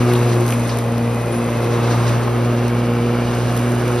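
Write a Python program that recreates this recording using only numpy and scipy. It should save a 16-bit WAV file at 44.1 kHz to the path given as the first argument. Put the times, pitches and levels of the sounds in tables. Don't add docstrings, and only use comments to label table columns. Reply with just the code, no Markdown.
import sys
import numpy as np
from scipy import signal
from scipy.fft import rfft, irfft
from scipy.io import wavfile
from scipy.ndimage import map_coordinates

SR = 44100
rng = np.random.default_rng(int(sys.argv[2]) if len(sys.argv) > 2 else 0)


def digitize_waveform(pressure):
    field = np.atleast_2d(pressure).T
    bounded = np.clip(field, -1, 1)
    quanta = np.round(bounded * 32767).astype(np.int16)
    wavfile.write(sys.argv[1], SR, quanta)


N = 176400
T = np.arange(N) / SR
HZ = np.fft.rfftfreq(N, 1 / SR)

# (time [s], speed [turns/s])
SHAFT_SPEED = [(0, 60.7), (.3, 59.5), (.8, 58.8), (1.9, 59), (2.3, 59.55), (3, 59.6), (4, 60.3)]
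# (time [s], level [dB])
HARMONIC_1 = [(0, -16.5), (.1, -16), (.4, -17), (.68, -21.5), (1.1, -20), (1.4, -25.5), (1.55, -21.5),
              (2.1, -15.5), (2.28, -21), (2.42, -18.5), (3.3, -21.5), (3.45, -19), (4, -21)]
HARMONIC_2 = [(0, -19), (.17, -24), (.45, -29), (.56, -23), (.74, -29), (1.02, -21.5), (1.25, -35),
              (1.39, -21), (1.62, -30), (1.82, -25), (2.13, -28.5), (2.4, -24), (3.1, -21.5), (3.42, -28),
              (3.65, -21.5), (4, -27)]
HARMONIC_3 = [(0, -28), (.12, -17.5), (.24, -27.5), (.43, -21), (.53, -43), (1.22, -45), (1.32, -24.5),
              (1.56, -34.5), (1.67, -26.5), (2.2, -31.5), (2.36, -27), (3, -29), (3.5, -31), (4, -24)]
HARMONIC_4 = [(0, -31.5), (.26, -28), (.62, -36), (1.1, -29.5), (1.56, -33.5), (1.7, -25), (2, -35),
              (2.25, -37), (2.6, -33), (3.05, -26), (3.6, -42.5), (4, -28.5)]
# (time [s], level [dB])
THROB_LEVEL = [(0, -41), (2, -39.5), (2.5, -37), (4, -37)]
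# (order [multiple of shaft speed], level [dB])
WEAK_TONES = [(3, -41), (9, -45), (10, -41), (12, -40.5), (14, -44.5), (18, -45)]
# (time [s], frequency ratio [1])
COLOUR_SHIFT = [(0, 0.97), (.9, .86), (3, 1)]
# (time [s], relative depth [1])
CHOP_DEPTH = [(0, 0.83), (1.3, 0.69), (3.2, 0.96)]
# (frequency [Hz], relative density [dB])
ROAR_SPECTRUM = [(25, -29), (45, -13), (90, -6.5), (150, -0.5), (560, 1), (850, -8), (1850, -16.5),
                 (3200, -20.5), (6000, -33), (15500, -51.5)]
RASP_SPECTRUM = [(500, -28), (800, -4.5), (1020, -2.5), (1250, -1), (1700, -8.5), (2000, -14),
                 (4000, -30.5)]
BUZZ_SPECTRUM = [(1950, -20.5), (2300, 4), (2550, -7.5), (2850, 2), (3300, -20.5)]
# (time [s], relative level [dB])
RASP_LEVEL = [(.3, -27.5), (.6, -30.5), (1.1, -33.5), (1.5, -30), (1.85, -27), (2.13, -24.5), (2.25, -29.5),
              (2.9, -32), (3.5, -29.5)]
BUZZ_LEVEL = [(.2, -36.5), (.7, -42), (1.5, -38), (2.3, -40.5), (2.9, -39), (4, -40.5)]
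# (frequency [Hz], relative density [dB])
HISS_SPECTRUM = [(1000, -4.5), (1660, 6), (1850, -0.5), (3200, -2), (3800, 3.5), (4500, 1), (6000, -0.5),
                 (7500, -2), (9000, -4.5), (15500, -49)]
CLIPPING_SPECTRUM = [(3800, -22), (7000, 1.5), (10000, -1), (15500, -14)]
# (time [s], relative level [dB])
HISS_LEVEL = [(0, -34.5), (.3, -32.5), (.42, -38), (.5, -40), (.77, -34.5), (.84, -45), (1.15, -43),
              (1.75, -35.5), (1.92, -30), (2.12, -30.5), (2.25, -38), (2.9, -39.5), (3.5, -35), (4, -36.5)]
CLIPPING_LEVEL = [(0, -39), (.55, -34.5), (.95, -42.5), (1.45, -39.5), (1.8, -45), (2.3, -44), (3.1, -48.5),
                  (3.55, -38), (4, -39)]
# (time [s], level [dB], resonance [Hz])
TWIG_KNOCKS = [(0.136, -29, 2500), (0.153, -27.5, 3800), (0.524, -25.5, 2400), (.692, -26, 2400),
               (.694, -29.5, 4900), (2.276, -15.5, 615)]
# (time [s], level [dB])
STALK_SNAPS = [(.1363, -18.5), (.465, -22), (0.48, -21), (.489, -24), (0.506, -19.5), (.523, -21),
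               (.772, -25), (.787, -22), (.981, -25), (1.644, -27), (2.093, -25), (2.681, -22.5),
               (3.566, -23), (3.575, -22), (3.593, -26), (3.88, -23.5)]
# (frequency [Hz], relative density [dB])
SNAP_SPECTRUM = [(2000, -3.5), (10000, -3.5), (15500, -8.5)]
# (time [s], pitch [Hz], level [dB])
SQUEAK_PATH = [(1.305, 9750, -75), (1.325, 9800, -32.5), (1.35, 10000, -43), (1.39, 10100, -37),
               (1.41, 10300, -70)]
# (time [s], level [dB])
WHINE_LEVEL = [(2.7, -60), (3, -50.5), (4, -53)]
# (frequency [Hz], coherence [0-1])
COHERENCE = [(300, 0.98), (700, 0.76), (2400, 0.95), (6100, 0.55), (7000, 1), (11000, 0.98)]
# (time [s], left minus right [dB])
BALANCE = [(1, .5), (4, -.7)]
# (frequency [Hz], lead of left [rad])
PHASE_LEAD = [(2200, .1), (3500, .8), (5000, .1), (6000, .5), (6700, 3.05), (7800, 3.1), (10300, .1),
              (11900, 0), (13600, -3.1)]


def amp(db):
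    return 10 ** (np.asarray(db) / 20)


def unit(x):
    return x / np.sqrt(np.mean(x ** 2) + 1e-20)


def curve(rows, column=1):
    rows = np.array(rows)
    return np.interp(T, rows[:, 0], rows[:, column])


def across(rows):
    hz, value = np.transpose(rows)
    return np.interp(np.log(HZ + 1), np.log(hz + 1), value)


def noise():
    return rng.standard_normal((2, N))


def colour(x, spectrum):
    return irfft(rfft(x) * unit(amp(across(spectrum))), N)


def drift(rate_hz):
    return unit(irfft(rfft(rng.standard_normal(N)) * np.exp(-(HZ / rate_hz) ** 2), N))


def decay(start, decay_s):
    return (T >= start) * np.exp(-abs(T - start) / decay_s)


def spread(pair):
    coherence = np.clip(across(COHERENCE), 0, 1)
    mid, side = irfft(rfft(pair) * np.sqrt([(1 + coherence) / 2, (1 - coherence) / 2]), N)
    return np.array([mid + side, mid - side])


def blade(angle):
    harmonics = [HARMONIC_1, HARMONIC_2, HARMONIC_3, HARMONIC_4]
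    tones = [(2 * k, curve(level)) for k, level in enumerate(harmonics, 1)]
    tones += [(1, curve(THROB_LEVEL))]
    tones += [(round(order), db + 3 * drift(rate_hz=8)) for order, db in WEAK_TONES]
    wander_rad, channel_wander_rad, flutter_db = .03, .032, .5
    out = np.zeros((2, N))
    for order, db in tones:
        lag = .1 * (order / 2) ** 2
        phase = order * (angle + wander_rad * drift(rate_hz=7.7)) - lag
        level = amp(db + flutter_db * drift(rate_hz=26))
        for channel in out:
            channel += level * np.cos(phase + order * channel_wander_rad * drift(rate_hz=2.1))
    return np.sqrt(2) * out


def sliding_turbulence(spectrum):
    position = np.cumsum(curve(COLOUR_SHIFT))
    turbulence = colour(noise(), spectrum)
    return np.array([map_coordinates(channel, [position], mode="wrap") for channel in turbulence])


def air(angle):
    puffs = curve(CHOP_DEPTH) * abs(np.cos(angle)) ** 6
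    chop = puffs + .095 * np.cos(angle)
    roar = colour(noise() * unit(1 + .083 * chop), ROAR_SPECTRUM)
    rasp = sliding_turbulence(RASP_SPECTRUM) * unit(1 + .77 * chop)
    buzz = sliding_turbulence(BUZZ_SPECTRUM) * unit(1 + .5 * chop)
    swell_db = curve(RASP_LEVEL)
    roar_db = -25 + .39 * (swell_db - swell_db.mean())
    rasp_db = swell_db - 2 + .9 * drift(rate_hz=32)
    return spread(roar * amp(roar_db) + rasp * amp(rasp_db) + buzz * amp(curve(BUZZ_LEVEL)))


def grass(clicks_per_s=240, click_decay_s=.0012):
    hiss_db = curve(HISS_LEVEL) - 4 + 2.25 * drift(rate_hz=19)
    hiss = colour(noise() * amp(hiss_db), HISS_SPECTRUM)
    click_db = 4.5 * np.minimum(rng.exponential(1, N), 3)
    clicks = amp(click_db) * (rng.random(N) < clicks_per_s / SR)
    bursts = unit(signal.lfilter([1], [1, -np.exp(-1 / (click_decay_s * SR))], clicks))
    envelope = np.hypot(1, amp(-1) * bursts)
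    crackle = colour(noise() * envelope * amp(curve(CLIPPING_LEVEL) - 6), CLIPPING_SPECTRUM)
    return spread(hiss + crackle)


def twigs(decay_s=.0087, half_width_hz=490):
    spectrum = 0
    for start, db, hz in TWIG_KNOCKS:
        blow = noise() * amp(db) * decay(start, decay_s)
        resonance = unit(1 / (1 + ((HZ - hz) / half_width_hz) ** 2))
        spectrum += rfft(blow) * resonance
    return spread(irfft(spectrum, N))


def stalks(crack_s=.0012, tail_s=.018, tail_db=-18):
    envelope = sum(amp(db) * (decay(start, crack_s) + amp(tail_db) * decay(start, tail_s))
                   for start, db in STALK_SNAPS)
    return spread(colour(noise() * envelope, SNAP_SPECTRUM))


def squeak():
    hz = curve(SQUEAK_PATH) + 60 * drift(rate_hz=330)
    sounding = (T > SQUEAK_PATH[0][0]) & (T < SQUEAK_PATH[-1][0])
    return sounding * amp(curve(SQUEAK_PATH, column=2)) * np.sin(2 * np.pi * np.cumsum(hz) / SR)


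def whine(angle, order=80):
    return amp(curve(WHINE_LEVEL)) * np.sin(order * angle)


def scene(speed_jitter=.001, fade_s=.004):
    turns_per_s = curve(SHAFT_SPEED) * (1 + speed_jitter * drift(rate_hz=7.4))
    angle = 2 * np.pi * np.cumsum(turns_per_s) / SR
    mower = blade(angle) + air(angle) + grass() + twigs() + stalks() + squeak() + whine(angle)
    fade = np.minimum(np.minimum(T, T[::-1]) / fade_s, 1)
    pan_db = curve(BALANCE) / 2
    return fade * mower * amp([pan_db, -pan_db])


def record(dry, cutoff_hz=15800):
    lead = across(PHASE_LEAD)
    shifted = irfft(rfft(dry) * np.exp(.5j * np.array([lead, -lead])), N)
    lowpass = signal.firwin(511, cutoff_hz, window=("kaiser", 9), fs=SR)
    return signal.oaconvolve(shifted, lowpass[None], "same")


dry = scene()
out = record(dry)
digitize_waveform(out)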